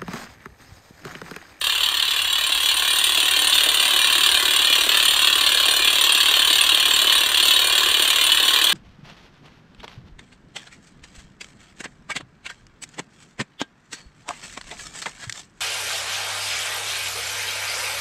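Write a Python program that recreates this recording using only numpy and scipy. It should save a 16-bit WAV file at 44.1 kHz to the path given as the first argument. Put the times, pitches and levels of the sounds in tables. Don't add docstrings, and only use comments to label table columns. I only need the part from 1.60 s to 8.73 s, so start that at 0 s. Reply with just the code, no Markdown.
import sys
import numpy as np
from scipy import signal
from scipy.fft import rfft, irfft, next_fast_len
from scipy.io import wavfile
from scipy.ndimage import uniform_filter1d

SR = 44100
rng = np.random.default_rng(int(sys.argv[2]) if len(sys.argv) > 2 else 0)


def log_audio(samples):
    frames = np.atleast_2d(samples).T
    limited = np.clip(frames, -1, 1)
    pcm = np.round(limited * 32767).astype(np.int16)
    wavfile.write(sys.argv[1], SR, pcm)


N = 314423

BLOW_RATE_HZ = 36.7


def amp(db):
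    return 10 ** (np.asarray(db) / 20)


def unit(x):
    return x / np.sqrt(np.mean(x ** 2) + 1e-20)


def noise():
    return rng.standard_normal(N)


def along(points, hz):
    f, v = np.transpose(points)
    return np.interp(np.log(hz + 1), np.log(f + 1), v)


def filtered(x, response):
    size = 2 * next_fast_len((N + SR // 2) // 2)
    spectrum = rfft(x, size) * response(np.fft.rfftfreq(size, 1 / SR))
    return irfft(spectrum, size)[:N]


def coloured(x, points):
    def response(hz):
        cepstrum = irfft(np.log(unit(amp(along(points, hz)))))
        half = len(cepstrum) // 2
        folded = np.r_[cepstrum[0], 2 * cepstrum[1:half], np.zeros(half)]
        return np.exp(rfft(folded))
    return filtered(x, response)


def resonate(x, modes):
    def response(hz):
        h = 0
        for k, (centre, width, db) in enumerate(modes):
            damping = 1j * hz * width
            h = h + (-1) ** k * amp(db) * damping / (centre ** 2 - hz ** 2 + damping)
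        return h / np.sqrt(np.mean(np.abs(h) ** 2))
    return filtered(x, response)


def bursts(times, db, decay_s, rise_s=.0006):
    index = np.clip(np.round(times * SR).astype(int), 0, N).ravel()
    energy = np.bincount(index, amp(db).ravel() ** 2, N + 1)[:N] * SR / BLOW_RATE_HZ / 2
    for keep in np.exp(-2 / SR / np.array([rise_s, decay_s])):
        energy = signal.lfilter([1 - keep], [1, -keep], energy)
    return np.sqrt(energy) * noise()


def rattle(times, db, decay_s, rebound_db, span_s, scatter_db, count=6):
    place = (np.arange(count) + .5 + rng.random((len(times), count))) / count
    scatter = scatter_db * rng.standard_normal(place.shape)
    rebounds_db = db[:, None] + rebound_db - 10 * place + scatter
    contacts = np.c_[times, times[:, None] + span_s * place]
    return bursts(contacts, np.c_[db, rebounds_db], decay_s)


def on_blows(times, events, usual):
    s, value = np.transpose(events)
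    gap = np.abs(times[:, None] - s)
    return np.where(gap.min(axis=1) < .5 / BLOW_RATE_HZ, value[gap.argmin(axis=1)], usual)


def uneven(count, recovery):
    draw = rng.standard_normal(count + 1)
    return unit(draw[1:] - recovery * draw[:-1])


SEAT_S = 0.78


def bite(times, loose_db, seated_db, seating_s):
    seated = np.clip((times - SEAT_S) / seating_s, 0, 1)
    return loose_db + (seated_db - loose_db) * seated


# (frequency [Hz], relative level [dB])
RUMBLE_SPECTRUM = [(15, -22), (25, -9), (33, -4.5), (44, 0), (58, -5), (75, -4), (100, -10), (140, -21),
                   (300, -32), (1000, -60)]


def rumble():
    return amp(-51.0) * unit(coloured(noise(), RUMBLE_SPECTRUM))


# (frequency [Hz], level [dB])
WHINES = [(749, -52), (8330, -51.5)]
# (loose level [dB], seated level [dB], seating time [s])
THUD_BITE = (-46, -37.5, 1.37)
STRAIN_S, STRAIN_SPAN_S, STRAIN_DB = 2, 1.1, 6


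def whine(centre_hz):
    width_hz = 6 + centre_hz / 1000
    return unit(filtered(noise(), lambda hz: np.exp(-((hz - centre_hz) / width_hz) ** 2)))


def motor():
    t = np.arange(N) / SR
    strain_db = STRAIN_DB * np.exp(-((t - STRAIN_S) / STRAIN_SPAN_S) ** 2)
    load = unit(amp(.5 * bite(t, *THUD_BITE) + strain_db))
    return load * sum(amp(db) * whine(centre_hz) for centre_hz, db in WHINES)


# (time [s], delay behind a steady beat [s])
DRIFT = [(0, 0.013), (0.45, 0.016), (1.1, 0.023), (1.4, 0.0225), (1.95, 0.017), (3.3, 0.02), (3.8, 0.021),
         (4.5, 0.025), (5.1, 0.023), (5.55, 0.02), (5.9, 0.023), (6.2, 0.02), (6.55, 0.018), (7.13, 0.0091)]
# (time [s], peak level [dB])
SQUARE_BLOWS = [(0.4243, -6), (1.0311, -6.5), (1.0869, -3), (1.5735, -2), (1.6283, -7), (1.925, -4),
                (2.2262, -5), (2.7144, -4.5), (3.017, -5), (3.045, -3.5), (3.1258, -3.5), (3.6177, -4.5),
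                (4.4928, -2), (5.9078, -2), (6.7186, -2), (6.8506, -6), (6.9338, -3)]
# (loose level [dB], seated level [dB], seating time [s])
CLANK_BITE = (-19.5, -16, 1.5)
SQUARE_CREST_DB = 11.5
FORCE_SCATTER_DB = 1.17
LUG_DB = 0.4
GLANCE_SHARE, GLANCE_DB = .06, -2
ROCK_HZ, ROCK_DB, ROCK_PEAK_S = 2.8, 0.4, 0.15


def hammer():
    number = np.arange(round(N / SR * BLOW_RATE_HZ))
    beat = number / BLOW_RATE_HZ
    jitter = .0004 * rng.standard_normal(len(beat))
    times = beat + np.interp(beat, *np.transpose(DRIFT)) + jitter
    times = on_blows(times, [(s, s) for s, db in SQUARE_BLOWS], times)
    lug = LUG_DB * (-1) ** number
    rock = ROCK_DB * np.cos(2 * np.pi * ROCK_HZ * (times - ROCK_PEAK_S))
    scatter = FORCE_SCATTER_DB * rng.standard_normal(len(times))
    glance = GLANCE_DB * (rng.random(len(times)) < GLANCE_SHARE)
    square = [(s, db - SQUARE_CREST_DB - bite(s, *CLANK_BITE)) for s, db in SQUARE_BLOWS]
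    return times, on_blows(times, square, lug + rock + scatter + glance)


FACE_SCATTER_DB, FACE_RECOVERY = 1.85, 0.44
FACE_LUG_DB = 0.5


def face_level(crack_db, force_db):
    count = len(force_db)
    lug = FACE_LUG_DB * (-1) ** np.arange(count)
    return crack_db + .5 * force_db + lug + FACE_SCATTER_DB * uneven(count, FACE_RECOVERY)


# (frequency [Hz], relative level [dB])
CRACK_SPECTRUM = [(4000, -35.5), (5450, -18.5), (5900, -5.5), (6400, -8.5), (7400, -4), (7950, -5.5),
                  (9300, -10), (9950, -12.5), (10500, -48), (11500, -11.5), (13300, -6), (15000, -7.5),
                  (15800, -56)]


def whir(times, face_db):
    level_db = np.interp(np.arange(N) / SR, times, face_db) - 9.0
    return amp(level_db) * coloured(noise(), CRACK_SPECTRUM)


# (frequency [Hz], relative level [dB])
CLANK_SPECTRUM = [(1470, -41), (2150, -17), (2230, -23), (2600, -7), (3350, -1), (3970, -5.5),
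                  (4080, -11.5), (4403, -5.5), (4746, -18.5), (6700, -44.5)]
# (contact decay [s], first rebound [dB], rebound span [s], rebound scatter [dB])
CASE_RATTLE = (.003, -2.5, .02, 2.5)


def case_clank(times, clank_db, force_db):
    return coloured(rattle(times, clank_db + force_db - 5.0, *CASE_RATTLE), CLANK_SPECTRUM)


# (frequency [Hz], relative level [dB])
BARK_SPECTRUM = [(500, -37.5), (900, -15.5), (1020, -15), (1130, -8.5), (1280, -14), (1680, -6),
                 (3200, -28.5)]
# (contact decay [s], first rebound [dB], rebound span [s], rebound scatter [dB])
DISC_RATTLE = (.0033, -6.5, .024, 2.2)


def disc_bark(times, clank_db, force_db):
    return coloured(rattle(times, clank_db + 0.11 * force_db - 12, *DISC_RATTLE), BARK_SPECTRUM)


# (frequency [Hz], width [Hz], relative level [dB])
WHEEL_MODES = [(1044, 30, -17), (1795, 25, -12), (2408, 22, -6), (2774, 34, -4), (2989, 32, -1),
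               (3130, 50, -6), (3354, 50, -3.5), (3630, 40, -8), (3854, 32, -2), (4196, 45, -6),
               (4310, 45, -10), (5000, 70, -22), (5817, 70, -19), (6910, 80, -21), (7413, 65, -13),
               (7674, 65, -18)]


def wheel_ring(times, clank_db, force_db):
    return resonate(bursts(times, clank_db + force_db - 3.5, decay_s=0.01), WHEEL_MODES)


# (contact decay [s], first rebound [dB], rebound span [s], rebound scatter [dB])
FACE_RATTLE = (.0046, -5, .013, 3)


def face_crack(times, face_db):
    return coloured(rattle(times, face_db - .7, *FACE_RATTLE), CRACK_SPECTRUM)


# (time [s], peak level [dB])
CHINKS = [(1.3029, -14), (1.4371, -10.5), (1.8706, -9.5), (2.145, -12), (3.4815, -10.5), (4.1101, -11.5),
          (5.0115, -9), (5.5533, -11.5), (5.8267, -13), (6.0721, -12), (6.4218, -14), (6.6383, -10)]
CHINK_CREST_DB = 12.5
CHINK_DB, CHINK_SCATTER_DB = -0.53, 5
CHATTER_S, CHATTER_SPAN_S, CHATTER_DB = 1.9, 0.66, 2.5


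def chink_level(times, crack_db):
    chatter_db = CHATTER_DB * np.exp(-((times - CHATTER_S) / CHATTER_SPAN_S) ** 2)
    swing_db = CHINK_SCATTER_DB * np.tanh(uneven(len(times), FACE_RECOVERY))
    usual_db = crack_db + CHINK_DB + chatter_db + swing_db
    return on_blows(times, [(s, db - CHINK_CREST_DB) for s, db in CHINKS], usual_db)


# (frequency [Hz], width [Hz], relative level [dB])
SOCKET_MODES = [(8680, 300, -9), (8990, 220, -2), (9230, 170, 0), (9420, 200, -3), (9680, 180, -9)]
# (contact decay [s], first rebound [dB], rebound span [s], rebound scatter [dB])
SOCKET_RATTLE = (.004, -5.5, .022, 2.5)


def socket_chink(times, crack_db):
    return resonate(rattle(times, chink_level(times, crack_db), *SOCKET_RATTLE), SOCKET_MODES)


# (frequency [Hz], width [Hz], relative level [dB])
SPRING_MODES = [(1042, 88, 2.5), (1146, 43, -0.5)]


def spring_recoil(times, clank_db):
    moments = times[:, None] + [.002, .0105]
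    return resonate(bursts(moments, clank_db[:, None] + [-23, -20.5], decay_s=0.0043), SPRING_MODES)


# (frequency [Hz], relative level [dB])
THUD_SPECTRUM = [(100, -48), (170, -19.5), (240, -7.5), (310, 1.5), (400, 1), (480, -1.5), (620, 1),
                 (820, -5.5), (1300, -34.5)]


def wheel_thud(times, thud_db):
    level_db = thud_db + 1.92 * rng.standard_normal(len(times)) + .5
    return coloured(bursts(times + 0.0023, level_db, decay_s=0.01), THUD_SPECTRUM)


def lug_scrape(times, crack_db):
    level_db = crack_db - 7.5 + 4.5 * rng.standard_normal(len(times))
    drag = bursts(times + .017, level_db, decay_s=.02)
    return coloured(drag, CRACK_SPECTRUM) + amp(5.5) * coloured(drag, CLANK_SPECTRUM)


# (loose level [dB], seated level [dB], seating time [s])
CRACK_BITE = (-36, -31, .45)


def wrench():
    times, force_db = hammer()
    clank_db = bite(times, *CLANK_BITE)
    crack_db = bite(times, *CRACK_BITE)
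    thud_db = bite(times, *THUD_BITE)
    face_db = face_level(crack_db, force_db)
    case = case_clank(times, clank_db, force_db)
    wheel = disc_bark(times, clank_db, force_db) + wheel_ring(times, clank_db, force_db)
    wheel += wheel_thud(times, thud_db)
    steel = whir(times, face_db) + face_crack(times, face_db) + lug_scrape(times, crack_db)
    return case + wheel + steel + socket_chink(times, crack_db) + spring_recoil(times, clank_db)


# (frequency [Hz], time to fall 60 dB [s])
WORKSHOP_T60 = [(200, 0.2), (1000, 1), (4000, 0.22), (14000, 0.09)]


def workshop(x, count=24):
    wet = np.zeros(N + SR)
    delay = round(.006 * SR)
    for part in np.array_split(np.arange(N), count):
        hz, t, z = signal.stft(rng.standard_normal(SR // 2), SR, nperseg=256)
        decay = amp(-60 * t / along(WORKSHOP_T60, hz)[:, None])
        tail = signal.istft(z * decay, SR, nperseg=256)[1]
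        echo = signal.fftconvolve(x[part], tail / np.linalg.norm(tail))
        wet[part[0] + delay:][:len(echo)] += echo
    return wet[:N]


# (frequency [Hz], depth [dB])
FADING_DEPTH = [(900, .5), (2000, 3), (3300, 2.3), (5500, 4), (7400, 3.6), (8400, 1.2), (13000, 2.8)]


def patchy_fading(x, size=2048):
    hz, t, z = signal.stft(x, SR, nperseg=size)
    patch = np.outer(np.hanning(11), np.hanning(7))
    field = signal.fftconvolve(rng.standard_normal(z.shape), patch, 'same')
    field = unit(field - uniform_filter1d(field, size=31, axis=0))
    gain = amp(along(FADING_DEPTH, hz)[:, None] * (field - field ** 2 / 8))
    gain /= np.sqrt(np.mean(gain ** 2, axis=1, keepdims=True))
    return signal.istft(z * gain, SR, nperseg=size)[1][:N]


def scene():
    tool = wrench()
    faded = patchy_fading(tool + amp(-10.0) * workshop(tool))
    return (faded + motor() + rumble())[None]


TOP_HZ = 15750


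def record(dry):
    soft = dry[0] / (1 + np.abs(dry[0]) ** 6) ** (1 / 6)
    return filtered(soft, lambda hz: hz < TOP_HZ)[None]


dry = scene()
out = record(dry)
log_audio(out)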